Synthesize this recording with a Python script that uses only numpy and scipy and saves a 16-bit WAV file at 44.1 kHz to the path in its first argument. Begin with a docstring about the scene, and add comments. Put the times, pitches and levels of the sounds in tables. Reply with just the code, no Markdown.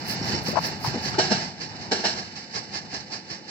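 """A freight train rolls away over ballasted track, to the right of the microphone.
Wagons rumble and rails hiss from the start, and a worn wheel scrapes once a turn. Loose gear knocks,
a flange brushes the rail and rings twice, and a short stick-slip creak comes from the left.
Near 1.2 s and 1.9 s two bogies clatter over a rail joint, two axles each.
The wheel scrapes on while the rumble fades with distance."""
import sys
import numpy as np
from scipy import signal
from scipy.fft import rfft, irfft
from scipy.io import wavfile
from scipy.ndimage import uniform_filter1d

SR = 44100
rng = np.random.default_rng(int(sys.argv[2]) if len(sys.argv) > 2 else 0)


def log_audio(samples):
    """Write samples as a 16-bit WAV file to the path given in sys.argv[1]."""
    # one column per channel
    frames = np.atleast_2d(samples).T
    # limit to full scale, then quantise
    limited = np.clip(frames, -1, 1)
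    pcm = np.round(limited * 32767).astype(np.int16)
    wavfile.write(sys.argv[1], SR, pcm)


N = 154350
SIDE = np.array([[.5], [-.5]])  # left, right share of a pan; positive pan_db is left


def undb(db):
    """Decibels to gain."""
    return 10 ** (np.asarray(db) / 20)


def clock():
    """Sample times in s."""
    return np.arange(N) / SR


def unit(x):
    """Scale to rms 1."""
    return x / np.sqrt(np.mean(x ** 2))


def curve(rows, column=1):
    """One table column, interpolated in time."""
    rows = np.array(rows)
    return np.interp(clock(), rows[:, 0], rows[:, column])


def freqs():
    """Bin frequencies in Hz."""
    return np.maximum(np.arange(N // 2 + 1) * SR / N, 1)


def along(points):
    """(freq_hz, value) points, interpolated in log frequency."""
    hz, value = np.array(points).T
    return np.interp(np.log(freqs()), np.log(hz), value)


def shape(points):
    """Gain of a (freq_hz, gain_db) spectrum, rolled off past its ends."""
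    low_rolloff = np.minimum(freqs() / points[0][0], 1) ** 2
    high_rolloff = np.minimum(points[-1][0] / freqs(), 1) ** 5
    return undb(along(points)) * low_rolloff * high_rolloff


def resonance(hz, width_hz):
    """One resonance, gain 1 at centre."""
    f = freqs()
    return 1 / (1 + 1j * (f * f - hz * hz) / (f * width_hz))


def walk(hz):
    """Smooth random wander, rms 1."""
    step = int(SR / hz)
    held = np.repeat(rng.standard_normal(N // step + 1), step)
    return unit(uniform_filter1d(held, step)[:N])


def blow(start_s, attack_s, hold_s, decay_s, tail_db=-60, tail_s=.01):
    """Impact envelope: attack, hold, main decay plus a weaker tail."""
    t = clock() - start_s
    late_s = np.maximum(t - attack_s - hold_s, 0)
    share = undb(tail_db)
    fall = (1 - share) * np.exp(-late_s / decay_s) + share * np.exp(-late_s / tail_s)
    return np.clip(t / attack_s, 0, 1) * fall


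def struck(sound, envelope):
    """Apply an envelope; the result has the envelope's rms."""
    return unit(sound * envelope) * np.sqrt(np.mean(envelope ** 2))


# Likeness of the two microphone ports: freq_hz, coherence_ratio
PORT_COHERENCE = [(60, 0.89), (400, 0.91), (900, 0.96), (2000, 0.42), (5000, 0.45), (12000, 0.2)]
# Phase between the ports: freq_hz, left_lead_rad
PORT_PHASE = [(100, -1), (400, 0.7), (800, 0.5149), (1550, 5), (1810, 8.5), (3200, 2.5), (4400, 1.07),
              (6100, 3.5), (9000, -3.5)]


def ports(pan):
    """Left and right responses to the shared and the diffuse part of a sound."""
    coherence = np.clip(along(PORT_COHERENCE), 0, 1)
    gain = undb(SIDE * along(pan))
    shared = gain * np.sqrt(coherence) * np.exp(1j * SIDE * along(PORT_PHASE))
    return shared, gain * np.sqrt(1 - coherence)


def linger(decay_s=.012, level_db=-8, corner_hz=1200):
    """Response of the dense, short-lived steel resonances after each impact."""
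    tail = rng.standard_normal(N) * np.exp(-clock() / decay_s)
    tail /= np.sqrt(np.sum(tail ** 2))
    return 1 + undb(level_db) * np.minimum(freqs() / corner_hz, 1) * rfft(tail)


def contact(response, mic, grain_db=0, even_s=0.044):
    """Dense tiny impacts ring a body; stereo, levelled to rms 1."""
    shared, diffuse = mic
    force = rfft(rng.standard_normal((3, N)) * undb(grain_db * walk(1500)))
    sound = irfft(response * linger() * (shared * force[0] + diffuse * force[1:]), N)
    window = int(even_s * SR)
    power = uniform_filter1d(np.mean(sound ** 2, axis=0), window)
    return sound / np.sqrt(uniform_filter1d(power, window))


# Wheel modes: freq_hz, gain_db
WHEEL_MODES = [(1692, -21), (2266, 3), (2972, 10), (3637, -19), (4366, -19), (4630, -21), (5470, 15)]


def wheel_ring(mic, width_hz=9):
    """Rail contact rings the wheel's narrow modes."""
    return contact(sum(undb(db) * resonance(hz, width_hz) ** 2 for hz, db in WHEEL_MODES), mic)


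# Rolling noise: time_s, rumble_db, hiss_db
ROLL_LEVELS = [(0, -36, -38), (.18, -34, -35.5), (.35, -29, -29), (.43, -34.5, -37.5), (.58, -32, -34),
               (.7, -32.5, -36), (.78, -38.5, -42), (.9, -33.5, -35.5), (1.0, -33, -35.5),
               (1.15, -34, -37.5), (1.4, -35, -33), (1.55, -44.5, -46), (1.75, -40, -42.5),
               (1.89, -40.5, -43.5), (2.15, -41, -43), (2.45, -50, -44.5), (2.8, -45, -45.5),
               (3.5, -53.5, -48)]
# Wagon rumble: freq_hz, gain_db
RUMBLE_SPECTRUM = [(25, -14), (50, -42), (75, -2), (100, 1), (190, 3), (290, -4.5), (380, -6), (590, -11.5),
                   (730, -4.5), (880, -6), (1150, -13.5), (2000, -24.5), (4000, -36.5)]
# Rail hiss, heard with a narrow gap at 3.2 kHz and a steep drop above 8 kHz: freq_hz, gain_db
HISS_SPECTRUM = [(600, -9), (1000, -9.5), (1400, -2), (1720, 6), (2400, 1.5), (3050, 3), (3220, -41),
                 (3450, -2), (3850, -2.5), (4400, 6), (5500, 1), (6400, -10.5), (7800, -8.5), (8400, -45),
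                 (10300, -34), (12400, -35), (13500, -76)]
# Wagon body resonances: freq_hz, width_hz, gain_db
WAGON_MODES = [(198, 56, -1), (335, 73, -8), (493, 76, -8), (733, 40, -12), (867, 40, -3.5)]
FLICKER_DB, FLICKER_HZ = 1.5, 60.3


def rolling(mic, sway_db=1, sway_hz=36.37, sing_db=-18, drone_db=-48.5):
    """Wagons rumble, rails hiss and wheels sing, fading with distance; the wagon bodies drone on."""
    rumble = contact(shape(RUMBLE_SPECTRUM), mic)
    rumble *= undb(curve(ROLL_LEVELS, column=1) + sway_db * walk(sway_hz))
    steel = contact(shape(HISS_SPECTRUM), mic, grain_db=1) + undb(sing_db) * wheel_ring(mic)
    steel *= undb(curve(ROLL_LEVELS, column=2) + FLICKER_DB * walk(FLICKER_HZ))
    body = sum(undb(db) * np.abs(resonance(hz, width_hz)) ** 2 for hz, width_hz, db in WAGON_MODES)
    return rumble + steel + undb(drone_db) * contact(body, mic)


# One scrape per turn: peak_s, level_db
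WHEEL_TURNS = [(0.104, -29.5), (0.285, -30.5), (0.476, -31), (0.654, -28), (0.857, -28.5), (1.059, -27.5),
               (1.25, -31.5), (1.434, -34), (1.621, -33.5), (1.823, -38.5), (1.996, -32), (2.183, -32.5),
               (2.369, -35.5), (2.561, -28.5), (2.75, -30.5), (2.944, -29.5), (3.129, -31.5),
               (3.316, -33.5), (3.497, -37)]
# Steel scrape, heard with a dip near 3.3 kHz and a steep drop above 8 kHz: freq_hz, gain_db
SCRAPE_SPECTRUM = [(500, -53), (800, -2.5), (1150, -1.5), (1480, -10.5), (1720, 1.5), (2400, -4.5),
                   (3020, -4), (3220, -12.5), (3450, -13), (3850, -6), (4350, 2.5), (5350, 0), (6400, -10),
                   (7800, -17), (8500, -33.5), (10300, -38), (13000, -86)]
# Fine sizzle and bogie shudder: freq_hz, gain_db
SIZZLE_SPECTRUM = [(6000, -30), (8600, 6.5), (10000, 3.5), (12500, 7), (14500, 4.5), (15800, 6)]
SHUDDER_SPECTRUM = [(45, -26), (85, -5), (180, 2), (290, -3), (370, -4), (590, -8), (800, -2), (1050, -15),
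                    (1600, -20)]
# Sizzle, lost with distance: time_s, level_db
SIZZLE_LEVELS = [(0, -44), (.1, -43), (.29, -52.5), (.48, -47.5), (.67, -47.5), (.86, -46.5), (1.05, -56),
                 (1.13, -50), (1.18, -76), (1.45, -95)]
TURN_RISE_S, TURN_FALL_S, TURN_ROUND_S = 0.011, 0.039, 0.013
SIZZLE_HALF_WIDTH_S, SIZZLE_FLOOR_DB, SIZZLE_FLICKER_DB = .047, -21.5, 2.5


def worn_wheel(mic, grit_db=-8, shudder_db=-7.5):
    """Once a turn the rough patch scrapes, crushes grit, sizzles and shakes the bogie."""
    scrape_gain, sizzle_gain = 0, undb(SIZZLE_FLOOR_DB)
    for peak_s, level_db in WHEEL_TURNS:
        t = clock() - peak_s
        from_peak_s = np.hypot(t, TURN_ROUND_S) - TURN_ROUND_S
        scrape_gain += undb(level_db) * np.exp(-from_peak_s / np.where(t < 0, TURN_RISE_S, TURN_FALL_S))
        sizzle_gain += np.exp(-(t / SIZZLE_HALF_WIDTH_S) ** 4)
    steel = shape(SCRAPE_SPECTRUM)
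    scrape = contact(steel, mic, grain_db=1) + undb(grit_db) * grit(steel, mic)
    scrape *= undb(FLICKER_DB * walk(FLICKER_HZ))
    sizzle = contact(shape(SIZZLE_SPECTRUM), mic, grain_db=2)
    sizzle *= undb(curve(SIZZLE_LEVELS) + SIZZLE_FLICKER_DB * walk(FLICKER_HZ))
    shudder = undb(shudder_db) * contact(shape(SHUDDER_SPECTRUM), mic)
    return scrape_gain * (scrape + shudder) + sizzle_gain * sizzle


def grit(response, mic, grains_per_s=520, spread_db=2.2):
    """Grains of uneven size tick against the wheel; stereo, rms 1."""
    shared, diffuse = mic
    ticks = rng.random(N) < grains_per_s / SR
    sizes = undb(spread_db * np.minimum(rng.exponential(size=N), 2))
    paths = shared * linger() + diffuse * np.array([linger(), -linger()])
    return unit(irfft(rfft(ticks * sizes) * response * paths, N))


# Loose gear: start_s, pitch_hz, level_db, overtone_db, decay_s, pan_db
GEAR_KNOCKS = [(0.21, 192, -26.5, -7, 0.013, 1.5), (.333, 196, -27.5, -2, 0.02, 5),
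               (.483, 242, -23.5, -4.5, 0.0082, 5), (0.526, 320, -39.5, 3, 0.012, 22),
               (.842, 926, -27, -25, 0.016, 12), (0.876, 143, -26, -21, 0.03, -1),
               (0.939, 254, -24.5, -6, 0.024, 2.5), (1.140, 1420, -39, -8.5, 0.011, 21)]


def gear_knocks(overtone_ratio=1.81, width_ratio=0.34):
    """Loose gear rattles briefly into a damped resonance and its overtone."""
    out, rattle = 0, rfft(rng.standard_normal(N))
    for start_s, pitch_hz, level_db, overtone_db, decay_s, pan_db in GEAR_KNOCKS:
        hit = blow(start_s, attack_s=0.0039, hold_s=0.0012, decay_s=decay_s)
        low, high = (struck(irfft(rattle * resonance(hz, width_ratio * hz) ** 2, N), hit)
                     for hz in (pitch_hz, pitch_hz * overtone_ratio))
        out += (low + undb(overtone_db) * high) * undb(level_db + pan_db * SIDE)
    return out


# Flange touches: start_s, level_db
FLANGE_PINGS = [(.215, -37.5), (.338, -33)]


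def flange_pings(pitch_hz=5500, width_hz=240, pan_db=-11):
    """A flange brushes the rail and one high wheel mode rings."""
    mode = irfft(rfft(rng.standard_normal(N)) * resonance(pitch_hz, width_hz) ** 2, N)
    rings = sum(undb(level_db) * struck(mode, blow(start_s, attack_s=0.015, hold_s=0, decay_s=0.021))
                for start_s, level_db in FLANGE_PINGS)
    return rings * undb(pan_db * SIDE)


# Creak envelope: time_s, level_db
CREAK_LEVELS = [(.554, -53), (.557, -20), (.568, -23), (.572, -10.5), (.587, -19.5), (.590, -12),
                (.595, -48)]


def creak(slip_hz=214.3, jitter=.2, rub_gain=0.09, body_hz=810, width_hz=590, right_db=-20):
    """Uneven stick-slip pulses and rubbing drive one broad resonance."""
    cycles = np.cumsum(slip_hz * np.exp(jitter * walk(300))) / SR
    friction = np.diff(np.floor(cycles), prepend=0) + rub_gain * rng.standard_normal(N)
    body = irfft(rfft(friction) * resonance(body_hz, width_hz) ** 3, N)
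    body /= np.sqrt(uniform_filter1d(body ** 2, int(SR / slip_hz)))
    sliding = (clock() > CREAK_LEVELS[0][0]) & (clock() < CREAK_LEVELS[-1][0])
    return struck(body, undb(curve(CREAK_LEVELS)) * sliding) * undb([[0], [right_db]])


# Axles at the joint: start_s, attack_s, ring_build_s, thud_db, clunk_db, clang_db, ring_db, crack_db
AXLE_HITS = [(1.18, 0.0085, 0.0046, -33.5, -20.5, -20, -20, -36),
             (1.3, 0.017, 0.0016, -21.5, -30, -25, -24, -26),
             (1.911, 0.0064, 0.0016, -31, -23.5, -25.5, -23, -25),
             (2.036, 0.011, 0.0082, -34.5, -33, -25, -22, -33)]
# Bogie resonances: freq_hz, gain_db
THUD_SPECTRUM = [(60, -42), (130, -17.5), (195, -6.5), (250, -13), (400, -42)]
CLUNK_SPECTRUM = [(150, -36), (280, -13.5), (365, 0.5), (430, -6), (495, -1), (600, -44)]
CLANG_SPECTRUM = [(450, -40), (620, -2), (735, 0.5), (880, -1), (1100, -28), (1700, -13.5), (3000, -29)]
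# Struck wheel and rail, heard with a steep drop above 8 kHz: freq_hz, gain_db
STEEL_SPECTRUM = [(700, -23), (1000, -4.5), (1450, -5.5), (1680, 5.5), (2000, -6), (2550, -5), (2980, -1),
                  (3200, -8.5), (3800, -4), (4350, 5.5), (5000, 0.5), (5550, 1), (6300, -13.5),
                  (7600, -10.5), (8400, -31), (10300, -32.5), (12200, -70), (13500, -80)]
# Port balance for the joint: freq_hz, pan_db
JOINT_PAN = [(100, 2.5), (400, 4), (800, -0.5), (1300, -8.5), (2200, 2), (4500, -3.5), (5800, -11),
             (8000, 4.5), (11000, 1)]


def rail_joint(modes_db=-13.5):
    """Each axle drops in: steel cracks on steel, the bogie thuds and clangs, wheel and rail ring on."""
    mic = ports(JOINT_PAN)
    bogie = [contact(shape(body), mic) for body in (THUD_SPECTRUM, CLUNK_SPECTRUM, CLANG_SPECTRUM)]
    steel = contact(shape(STEEL_SPECTRUM), mic, grain_db=1) + undb(modes_db) * wheel_ring(mic)
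    edge = contact(shape(STEEL_SPECTRUM), mic, grain_db=5.5)
    out = 0
    for start_s, attack_s, build_s, *bogie_db, ring_db, crack_db in AXLE_HITS:
        hit = blow(start_s, attack_s, hold_s=0.0099, decay_s=0.0058, tail_db=-9, tail_s=0.076)
        ring = blow(start_s, attack_s + build_s, hold_s=0.01, decay_s=0.042, tail_db=-13, tail_s=0.11)
        crack = blow(start_s + attack_s, attack_s=0.0013, hold_s=0.0043, decay_s=.009)
        out += sum(undb(db) * struck(body, hit) for db, body in zip(bogie_db, bogie))
        out += undb(ring_db) * steel * ring + undb(crack_db) * struck(edge, crack)
    return out


# Port balance for rolling noise and worn wheel: freq_hz, pan_db
TRAIN_PAN = [(60, 0), (200, 1.5), (400, 3.5), (750, 0.5), (1300, -5), (2300, 0.5), (4400, -6), (5800, -13),
             (8000, 6), (11000, 2)]


def scene():
    """The whole train in stereo."""
    mic = ports(TRAIN_PAN)
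    return rolling(mic) + worn_wheel(mic) + gear_knocks() + flange_pings() + creak() + rail_joint()


LOW_CUT_HZ, HIGH_CUT_HZ = 31, 15800


def record(dry):
    """The recorder cuts the deepest bass and the top."""
    low_cut = signal.butter(2, LOW_CUT_HZ, "high", fs=SR, output="sos")
    high_cut = signal.ellip(8, .2, 70, HIGH_CUT_HZ, fs=SR, output="sos")
    return signal.sosfilt(high_cut, signal.sosfilt(low_cut, dry))


dry = scene()
out = record(dry)
log_audio(out)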